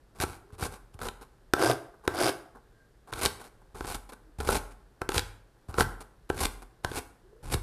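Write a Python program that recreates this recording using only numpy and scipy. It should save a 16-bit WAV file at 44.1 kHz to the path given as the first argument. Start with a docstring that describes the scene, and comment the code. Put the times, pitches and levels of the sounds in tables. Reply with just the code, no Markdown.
"""A kitchen knife chops a heap of shredded cabbage on a cutting board, close by, in a small hard-walled kitchen.
Strokes are swelling bursts of noise clicks, ringing as leaf crackle and drumming on the board, over table shake.
Blade knocks are decaying noise clicks plus ringing board and table modes; softer bumps thump and patter.
Twice the blade is set down and scraped across the board to gather the heap: stick-slip bursts of grit.
Shreds rustle and settle in sparse ticks; room reverberation, quiet air and faint gliding tones lie around it."""
import sys
import numpy as np
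from scipy import signal
from scipy.fft import rfft, irfft
from scipy.io import wavfile

SR = 44100
rng = np.random.default_rng(int(sys.argv[2]) if len(sys.argv) > 2 else 0)


def master(y):
    """Save y as 16-bit WAV."""
    cut = np.clip(np.atleast_2d(y).T, -1, 1)
    pcm = np.round(cut * 32767)  # scale
    wavfile.write(sys.argv[1], SR, pcm.astype(np.int16))


N = 336042

# Event levels are mix levels within a layer, before that layer's trim.
# cutting strokes: start_s, sink_in_s, bite_s, swell_db, leaf_crackle_db, board_db, table_db
CUT_STROKES = [(0.15, 0.063, 0.024, 31, -36, -33.5, -42.5), (0.58, 0.035, 0.05, 16, -40, -36.5, -48),
               (0.99, 0.035, 0.06, 15.5, -45.5, -38, -45), (3.12, 0.11, 0.035, 24, -32.5, -31.5, -39.5),
               (3.745, .15, 0.06, 16, -42.5, -40.5, -43), (4.385, 0.1, 0.089, 20, -37.5, -33.5, -37),
               (5.09, 0.059, 0.04, 15, -37, -33.5, -44.5), (5.745, 0.054, 0.021, 26.5, -31, -26.5, -39),
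               (6.31, 0.096, 0.051, 24.5, -34, -33, -37), (6.85, 0.11, 0.03, 20.5, -40.5, -38.5, -40),
               (7.428, 0.1044, 0.01, 27.5, -34, -33.5, -31)]
# share of swell_db heard in the leaves, the board and the table: share [0 to 1]
CUT_SWELL_SHARES = (0.96, 0.75, 0.38)
# blade dragged across the board: start_s, speed_up_s, full_speed_s, swell_db, edge_rasp_db, board_db
SCRAPE_STROKES = [(1.545, 0.073, 0.096, 23, -36, -26), (2.09, 0.12, 0.08, 28, -34, -27)]
# share of swell_db heard in the edge and the board: share [0 to 1]
SCRAPE_SWELL_SHARES = (1, 0.69)
# blade striking the board: start_s, knock_db, edge_click_db, table_thump_db, knock_tilt_db_per_octave
BLADE_KNOCKS = [(0.2014, -32, -37.5, -31.5, 5), (0.2377, -25.5, -52, -29.5, -4.5),
                (0.6253, -30.5, -49, -27.5, 0), (0.991, -42.5, -54, -51, 2.5),
                (1.015, -37.5, -50, -37.5, 10.5), (1.0865, -39, -39, -57.5, 4),
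                (1.536, -15, -25.5, -37.5, -2.5), (2.0774, -18, -30.5, -32, -4),
                (3.127, -33, -46.5, -43, 4), (3.1361, -38, -38, -48, 4), (3.181, -41, -52.5, -52, 7),
                (3.2594, -27, -23, -32.5, 0), (3.808, -30, -48.5, -57, -2.5),
                (3.847, -35.5, -52, -47, -0.5), (3.9469, -44.5, -42, -51, 9),
                (4.4028, -35, -42.5, -42, -4.5), (4.4737, -32.5, -41, -33, -3.5),
                (4.4891, -18, -35.5, -30, -4), (5.017, -27, -41.5, -35.5, -0.3),
                (5.0907, -23.5, -33.5, -42, -3.5), (5.119, -34, -39.5, -50, 1.5),
                (5.1442, -29.5, -34, -37, -2.5), (5.18, -26.5, -25, -41.5, -0.3),
                (5.1938, -38.5, -30.5, -51, 6.5), (5.742, -35, -48.5, -57, -1),
                (5.7836, -19.5, -35.5, -24.5, 1), (5.8073, -17, -27.5, -20.5, 3.5),
                (6.3006, -20, -39.5, -32.5, -4.5), (6.4555, -36, -29.5, -46.5, -7),
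                (6.8473, -24.5, -34, -29.5, 1.5), (6.916, -33.5, -47, -54, -4.5),
                (7.541, -29.5, -31, -42, 1)]
# hand leaning on the heap and bumping the table: start_s, level_db
HAND_BUMPS = [(0.529, -40), (0.948, -40.5), (3.745, -43), (4.388, -32), (4.545, -32), (5.164, -23.5),
              (5.689, -32.5), (7.546, -21)]
# blade and fingers brushing the shreds: start_s, leaf_crackle_db, board_db, length_s
SHRED_RUSTLES = [(0.27, -40, -45, 0.12), (0.502, -62, -48.5, 0.011), (0.522, -49.5, -54, 0.043),
                 (0.712, -40, -42.5, 0.074), (0.934, -50.5, -55, .03), (1.21, -43, -42, 0.045),
                 (1.937, -67, -44.5, .018), (2.033, -51, -44.5, 0.061), (2.547, -59, -45, 0.049),
                 (3.072, -51, -44.5, 0.064), (3.396, -42, -42.5, 0.048), (3.439, -41.5, -44, 0.052),
                 (3.613, -61, -52, 0.016), (3.746, -46, -38.5, 0.042), (4.09, -39.5, -41, 0.025),
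                 (4.12, -37.5, -37.5, 0.027), (4.402, -31, -28.5, .02), (4.449, -37, -32, 0.011),
                 (4.707, -48, -52, 0.033), (5.012, -50, -36, 0.026), (5.682, -45, -43, 0.068),
                 (6.003, -35.5, -37.5, 0.029), (6.292, -34, -34.5, 0.023), (6.618, -40, -40, 0.023),
                 (6.833, -44, -43, 0.029), (7.431, -45.5, -42.5, 0.047)]
# faint gliding tones: start_s, length_s, start_pitch_hz, end_pitch_hz, level_db
GLIDING_TONES = [(0.363, 0.25, 346, 460, -59), (2.713, 0.18, 1570, 1604, -67.5),
                 (4.2, 0.146, 326, 296, -62), (7.228, 0.22, 349, 506, -57.5)]
# ringing modes of the board with the blade on it: pitch_hz, relative_level_db, t60_s
BOARD_MODES = [(356, 4, 0.022), (486, 5, 0.016), (780, 2.5, 0.019), (845, -1, 0.026), (963, 5.5, 0.011),
               (1352, 2, 0.026), (1536, 1.5, 0.021), (2090, -8.5, 0.0045)]
# ringing modes of the table: pitch_hz, relative_level_db, t60_s
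TABLE_MODES = [(41.85, -5, 0.72), (56.5, -7, 0.15), (102, -4, 0.62), (125, -0.5, 0.13)]
# colour of the crackling leaves: frequency_hz, relative_level_db
LEAF_COLOUR = [(1200, -10), (1900, -3.5), (2300, 2.5), (3200, -4.5), (3900, -1.5), (4700, -3), (6300, -6.5),
               (9800, 0), (13500, -8)]
# colour of the board pressed by hand or blade: frequency_hz, relative_level_db
PRESSED_BOARD_COLOUR = [(100, -24), (200, 3.5), (290, -1), (430, 6), (610, -5), (810, 4.5), (930, 0.5),
                        (1080, 2), (1280, -3), (1500, 0), (1900, -21.5), (3000, -40)]
# colour of the board under the dragged blade: frequency_hz, relative_level_db
SCRAPED_BOARD_COLOUR = [(60, -22.5), (115, -1), (180, -19.5), (350, 3), (460, -3), (600, -4), (690, 0.5),
                        (930, -9), (1150, -8), (1330, -11), (1570, -5), (1850, -31), (3000, -39.5)]
# colour of the steel edge clicking: frequency_hz, relative_level_db
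EDGE_COLOUR = [(900, -7.5), (2300, 2), (3100, 0), (3750, 3), (4800, -2.5), (6000, -5), (9700, -5.5),
               (13500, -14)]
# colour of the edge rasping over the board: frequency_hz, relative_level_db
RASP_COLOUR = [(900, -9), (2300, 4), (3000, 1), (3600, 0.5), (4100, -3.5), (4800, 3.5), (5900, -4.5),
               (7500, -6.5), (9700, -1.5), (13500, -11)]
# colour of the room air: frequency_hz, relative_level_db
AIR_COLOUR = [(20, -7.5), (42, -1), (60, -7.5), (85, -20.5), (110, -9.5), (145, -15.5), (240, -21.5),
              (380, -18.5), (560, -23), (1000, -31), (1650, -29.5), (2300, -39.5), (4400, -40),
              (6300, -44.5), (9500, -44.5), (14000, -49)]
# reverberation time of the kitchen: frequency_hz, t60_s
KITCHEN_T60 = [(100, 0.34), (400, 0.52), (1200, 0.5266), (4000, 0.3947), (12000, 0.3944)]
# reverberation against the direct sound: frequency_hz, level_db
KITCHEN_LEVEL = [(100, -8), (400, -12), (1200, -8), (4000, -15.5), (12000, -11.5)]

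TIME = np.arange(N) / SR
RING_TIME = TIME[:SR // 3]
GRAIN_TIME = TIME[:96]


def from_db(db):
    """Turn decibels into gain."""
    return 10 ** (np.asarray(db) / 20)


def unit_energy(x):
    """Scale to energy 1."""
    return x / np.sqrt(np.sum(x ** 2) + 1e-20)


def rms_one(x):
    """Scale to RMS 1."""
    return unit_energy(x) * np.sqrt(len(x))


def at_hz(points, hz):
    """Read a table on a log-frequency axis."""
    known_hz, values = np.transpose(points)
    return np.interp(np.log(np.maximum(hz, 1)), np.log(known_hz), values)


def dying(t, t60):
    """Exponential decay that falls 60 dB in t60 seconds."""
    return np.exp(-np.log(1000) * t / t60)


def white_noise(length):
    """Gaussian white noise."""
    return rng.standard_normal(length)


def wander(per_s):
    """Random curve between -1 and 1, heading in a straight line to a new value per_s times a second."""
    return np.interp(TIME * per_s, np.arange(N), 2 * rng.random(N) - 1)


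def through(x, response):
    """Convolve with an impulse response, cut to the scene's length."""
    return signal.oaconvolve(x, response)[:N]


def add(track, start_s, sound):
    """Mix a sound into the track at start_s."""
    start = round(start_s * SR)
    track[start:start + len(sound)] += sound[:N - start]


def colour(spectrum, size=8192):
    """Causal (minimum-phase) impulse response with the given spectrum, energy 1."""
    level_db = at_hz(spectrum, np.fft.rfftfreq(size, 1 / SR))
    cepstrum = irfft(np.log(from_db(level_db)))
    # folding the cepstrum onto positive time gives minimum phase
    return unit_energy(irfft(np.exp(rfft(2 * cepstrum[:size // 2], size))))


def ring(modes, spread_db, tilt_db=0):
    """One blow on a body: decaying modes with alternating signs, random strengths and a tilt per octave; energy 1."""
    hz, db, t60 = np.transpose(modes)[:, :, None]
    signs = (-1) ** np.arange(len(modes))[:, None]
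    strength_db = db + tilt_db * np.log2(hz) + spread_db * rng.standard_normal(db.shape)
    partials = np.sin(2 * np.pi * hz * RING_TIME) * dying(RING_TIME, t60)
    return unit_energy(np.sum(signs * from_db(strength_db) * partials, axis=0))


def thump(push_hz, push_t60, ringing):
    """The table gives way under the push, springs back and rings on a little; energy 1."""
    sway = RING_TIME * np.sin(2 * np.pi * push_hz * RING_TIME) * dying(RING_TIME, push_t60)
    push = unit_energy(np.gradient(sway))
    return unit_energy(push + ringing * ring(TABLE_MODES, spread_db=5.5))


def stroke_gains(strokes, shares, curve, release_db_per_s):
    """Each stroke swells from first touch to full force, holds and lets go; one gain curve per level column."""
    gains = np.zeros((len(shares), N))
    for start_s, attack_s, hold_s, swell_db, *full_db in strokes:
        progress = np.minimum(RING_TIME / max(attack_s, .005), 1)
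        missing_db = swell_db * (1 - progress ** curve)
        released_db = release_db_per_s * np.maximum(RING_TIME - attack_s - hold_s, 0)
        for gain, share, db in zip(gains, shares, full_db):
            add(gain, start_s, from_db(db - share * missing_db - released_db))
    return gains


def snaps(per_s, spread_db, clump_db, clumps_per_s):
    """Tiny fractures come at random, many small and few large, bunched in clumps; RMS 1."""
    at = np.flatnonzero(rng.random(N) < per_s / SR)
    sizes = np.minimum(rng.exponential(1, len(at)), 3)
    clicks = np.zeros(N)
    clicks[at] = from_db(spread_db * sizes) * rng.choice([-1, 1], len(at))
    return rms_one(clicks * from_db(clump_db * wander(clumps_per_s)))


def crackle(clicks, spectrum, cycles, count=14):
    """Every click rings for a few cycles at one of count pitches, drawn at random."""
    pitches_hz = np.linspace(2000, 13500, count)
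    rings = np.array([unit_energy(np.cos(2 * np.pi * hz * GRAIN_TIME) * dying(GRAIN_TIME, cycles / hz))
                      for hz in pitches_hz])
    at = np.flatnonzero(clicks)
    grains = clicks[at, None] * rings[rng.integers(0, count, len(at))]
    samples = at[:, None] + np.arange(len(GRAIN_TIME))
    # overlapping grains add up
    ringing = np.bincount(samples.ravel(), grains.ravel(), N)
    return through(ringing, colour(spectrum))


def room_air(level_db, waver_db, wavers_per_s):
    """Quiet rumble and hiss; the low and the high part wax and wane, each on its own."""
    noise = through(white_noise(N), colour(AIR_COLOUR))
    low = signal.sosfilt(signal.butter(1, 700, fs=SR, output="sos"), noise)
    high = noise - low
    return sum(from_db(level_db + waver_db * wander(wavers_per_s)) * part for part in (low, high))


def faint_tones(waver_hz, waver_db):
    """Each sine tone swells, glides and fades, wavering in level and phase."""
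    out = np.zeros(N)
    for start_s, length_s, start_hz, end_hz, db in GLIDING_TONES:
        progress = np.minimum(RING_TIME / length_s, 1)
        waver = np.interp(RING_TIME * waver_hz, np.arange(256), white_noise(256))
        pitch_hz = start_hz + (end_hz - start_hz) * progress
        phase = 2 * np.pi * np.cumsum(pitch_hz) / SR + 0.94 * waver
        swell = np.sqrt(np.abs(np.sin(np.pi * progress)))
        add(out, start_s, from_db(db + waver_db * waver) * swell * np.sin(phase))
    return out


def kitchen(x, build_s):
    """Diffuse reverberation that builds up as the walls answer and dies band by band."""
    t, response = TIME[:SR], 0
    build_up = np.minimum(t / build_s, 1) ** 2
    edges_hz = np.geomspace(40, 16000, 13)
    for low, high in zip(edges_hz, edges_hz[1:]):
        hz = np.sqrt(low * high)
        band = signal.butter(2, [low, high], "band", fs=SR, output="sos")
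        noise = signal.sosfilt(band, white_noise(SR))
        tail = unit_energy(noise * dying(t, at_hz(KITCHEN_T60, hz)) * build_up)
        # each band gets energy in proportion to its width
        response = response + tail * from_db(at_hz(KITCHEN_LEVEL, hz)) * np.sqrt(2 * (high - low) / SR)
    return through(x, response)


def settling():
    """Loose shreds drop and shift all the time: faint, sparse ticks."""
    ticks = snaps(per_s=170, spread_db=2.0, clump_db=6.5, clumps_per_s=5)
    leaf = from_db(-88.5) * through(ticks, colour(LEAF_COLOUR))
    board = from_db(-75.5) * through(ticks, colour(PRESSED_BOARD_COLOUR))
    return leaf + board


def rustles():
    """The blade and fingers brush the shreds: short swells of sparse crackle, with a patter on the board."""
    leaf_trim_db, board_trim_db = -13, -5.5
    leaf, board = np.zeros(N), np.zeros(N)
    for start_s, leaf_db, board_db, length_s in SHRED_RUSTLES:
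        progress = np.minimum(RING_TIME / max(length_s, .005), 1)
        swell = np.sin(np.pi * np.sqrt(progress))  # quick rise, slower fall
        add(leaf, start_s, from_db(leaf_db + leaf_trim_db) * swell)
        add(board, start_s, from_db(board_db + board_trim_db) * swell)
    bursts = snaps(per_s=1500, spread_db=3.5, clump_db=2.5, clumps_per_s=130)
    rustle = crackle(bursts * leaf, LEAF_COLOUR, cycles=1.6)
    patter = through(bursts * board, colour(PRESSED_BOARD_COLOUR))
    return rustle + patter


def bumps(patter_t60):
    """Pushes cushioned by the heap: a thump of the table and a soft patter on the board, with no click."""
    table, board = np.zeros(N), np.zeros(N)
    for start_s, db in HAND_BUMPS:
        strength = from_db(db + 26.5)
        patter = unit_energy(white_noise(len(RING_TIME)) * RING_TIME * dying(RING_TIME, patter_t60))
        add(table, start_s, strength * thump(push_hz=58, push_t60=.024, ringing=0.63))
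        add(board, start_s, strength * patter)
    # the patter stays dull, well below the thump
    return table + from_db(-16.5) * through(board, colour(PRESSED_BOARD_COLOUR))


def knocks(click_t60, splinter, dulling_db):
    """The blade strikes: a sharp click of steel, the short ring of the board and a thump of the table."""
    clicks, bodies = np.zeros(N), np.zeros(N)
    for start_s, knock_db, click_db, thump_db, tilt_db in BLADE_KNOCKS:
        click = splinter * white_noise(len(RING_TIME)) * dying(RING_TIME, click_t60)
        click[0] = -1
        # a gentle touch has a longer contact: the click's low-pass drops an octave every dulling_db
        top_hz = np.clip(14000 * 2 ** ((click_db + 52.5) / dulling_db), 1000, .45 * SR)
        click = signal.sosfilt(signal.butter(1, top_hz, fs=SR, output="sos"), unit_energy(click))
        board = ring(BOARD_MODES, spread_db=3.0, tilt_db=tilt_db)
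        table = thump(push_hz=62, push_t60=0.018, ringing=.5)
        add(clicks, start_s, from_db(click_db + 26.0) * click)
        add(bodies, start_s, from_db(knock_db + 23.5) * board)
        add(bodies, start_s, from_db(thump_db + 25.5) * table)
    return through(clicks, colour(EDGE_COLOUR)) + bodies


def scraping(slips_per_s, unevenness, slip_t60, drag):
    """The edge sticks and slips; each slip is a short burst of grit on top of a steady drag."""
    edge, board = stroke_gains(SCRAPE_STROKES, SCRAPE_SWELL_SHARES, curve=1.13, release_db_per_s=548)
    gaps, sizes = rng.standard_normal((2, 2000))
    at = (np.cumsum(np.exp(unevenness * gaps)) / slips_per_s * SR).astype(int)
    slips = np.zeros(N)
    slips[at[at < N]] = from_db(2 * sizes[at < N])  # strengths spread by 2 dB
    grains = snaps(per_s=4500, spread_db=2.5, clump_db=2.0, clumps_per_s=390)
    friction = drag + through(slips, dying(RING_TIME, slip_t60))
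    grit = rms_one(friction * grains)
    rasp = crackle(grit * edge, RASP_COLOUR, cycles=7.9)
    board_scrape = from_db(1.5) * through(grit * board, colour(SCRAPED_BOARD_COLOUR))
    return rasp + board_scrape


def cutting():
    """The same bursts of leaf cells crackle in the air and drum on the board; the hand's pressure shakes the table."""
    # the swell steepens as the heap packs under the edge
    leaf, board, table = stroke_gains(CUT_STROKES, CUT_SWELL_SHARES, curve=2.62, release_db_per_s=1102.5)
    bursts = snaps(per_s=2000, spread_db=3.5, clump_db=4.5, clumps_per_s=350)
    # the bite stutters from one layer of leaves to the next
    bursts = bursts * from_db(2.5 * wander(per_s=150))
    crunch = from_db(1.0) * crackle(bursts * leaf, LEAF_COLOUR, cycles=2.3)
    drumming = from_db(0.5) * through(bursts * board, colour(PRESSED_BOARD_COLOUR))
    table_response = thump(push_hz=44.2, push_t60=0.036, ringing=0.87)
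    shaking = from_db(2.0) * through(white_noise(N) * table, table_response)
    return crunch + drumming + shaking


def scene():
    """Knife work, its reverberation in the kitchen and the quiet background."""
    background = room_air(level_db=-59, waver_db=0.5, wavers_per_s=5.5)
    background = background + faint_tones(waver_hz=115, waver_db=4.5)
    knife = settling() + rustles() + bumps(patter_t60=0.074)
    knife = knife + knocks(click_t60=0.013, splinter=.25, dulling_db=6.0)
    knife = knife + scraping(slips_per_s=100, unevenness=.18, slip_t60=.015, drag=0.46)
    knife = knife + cutting()
    return (knife + kitchen(knife, build_s=0.0072) + background)[None]


def record(dry):
    """The small microphone loses the deepest bass; the top is cut steeply."""
    low_cut_hz, top_cut_hz = 21, 14100
    thinned = signal.sosfilt(signal.butter(2, low_cut_hz, "high", fs=SR, output="sos"), dry)
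    return signal.sosfilt(signal.ellip(10, .2, 80, top_cut_hz, fs=SR, output="sos"), thinned)


dry = scene()
out = record(dry)
master(out)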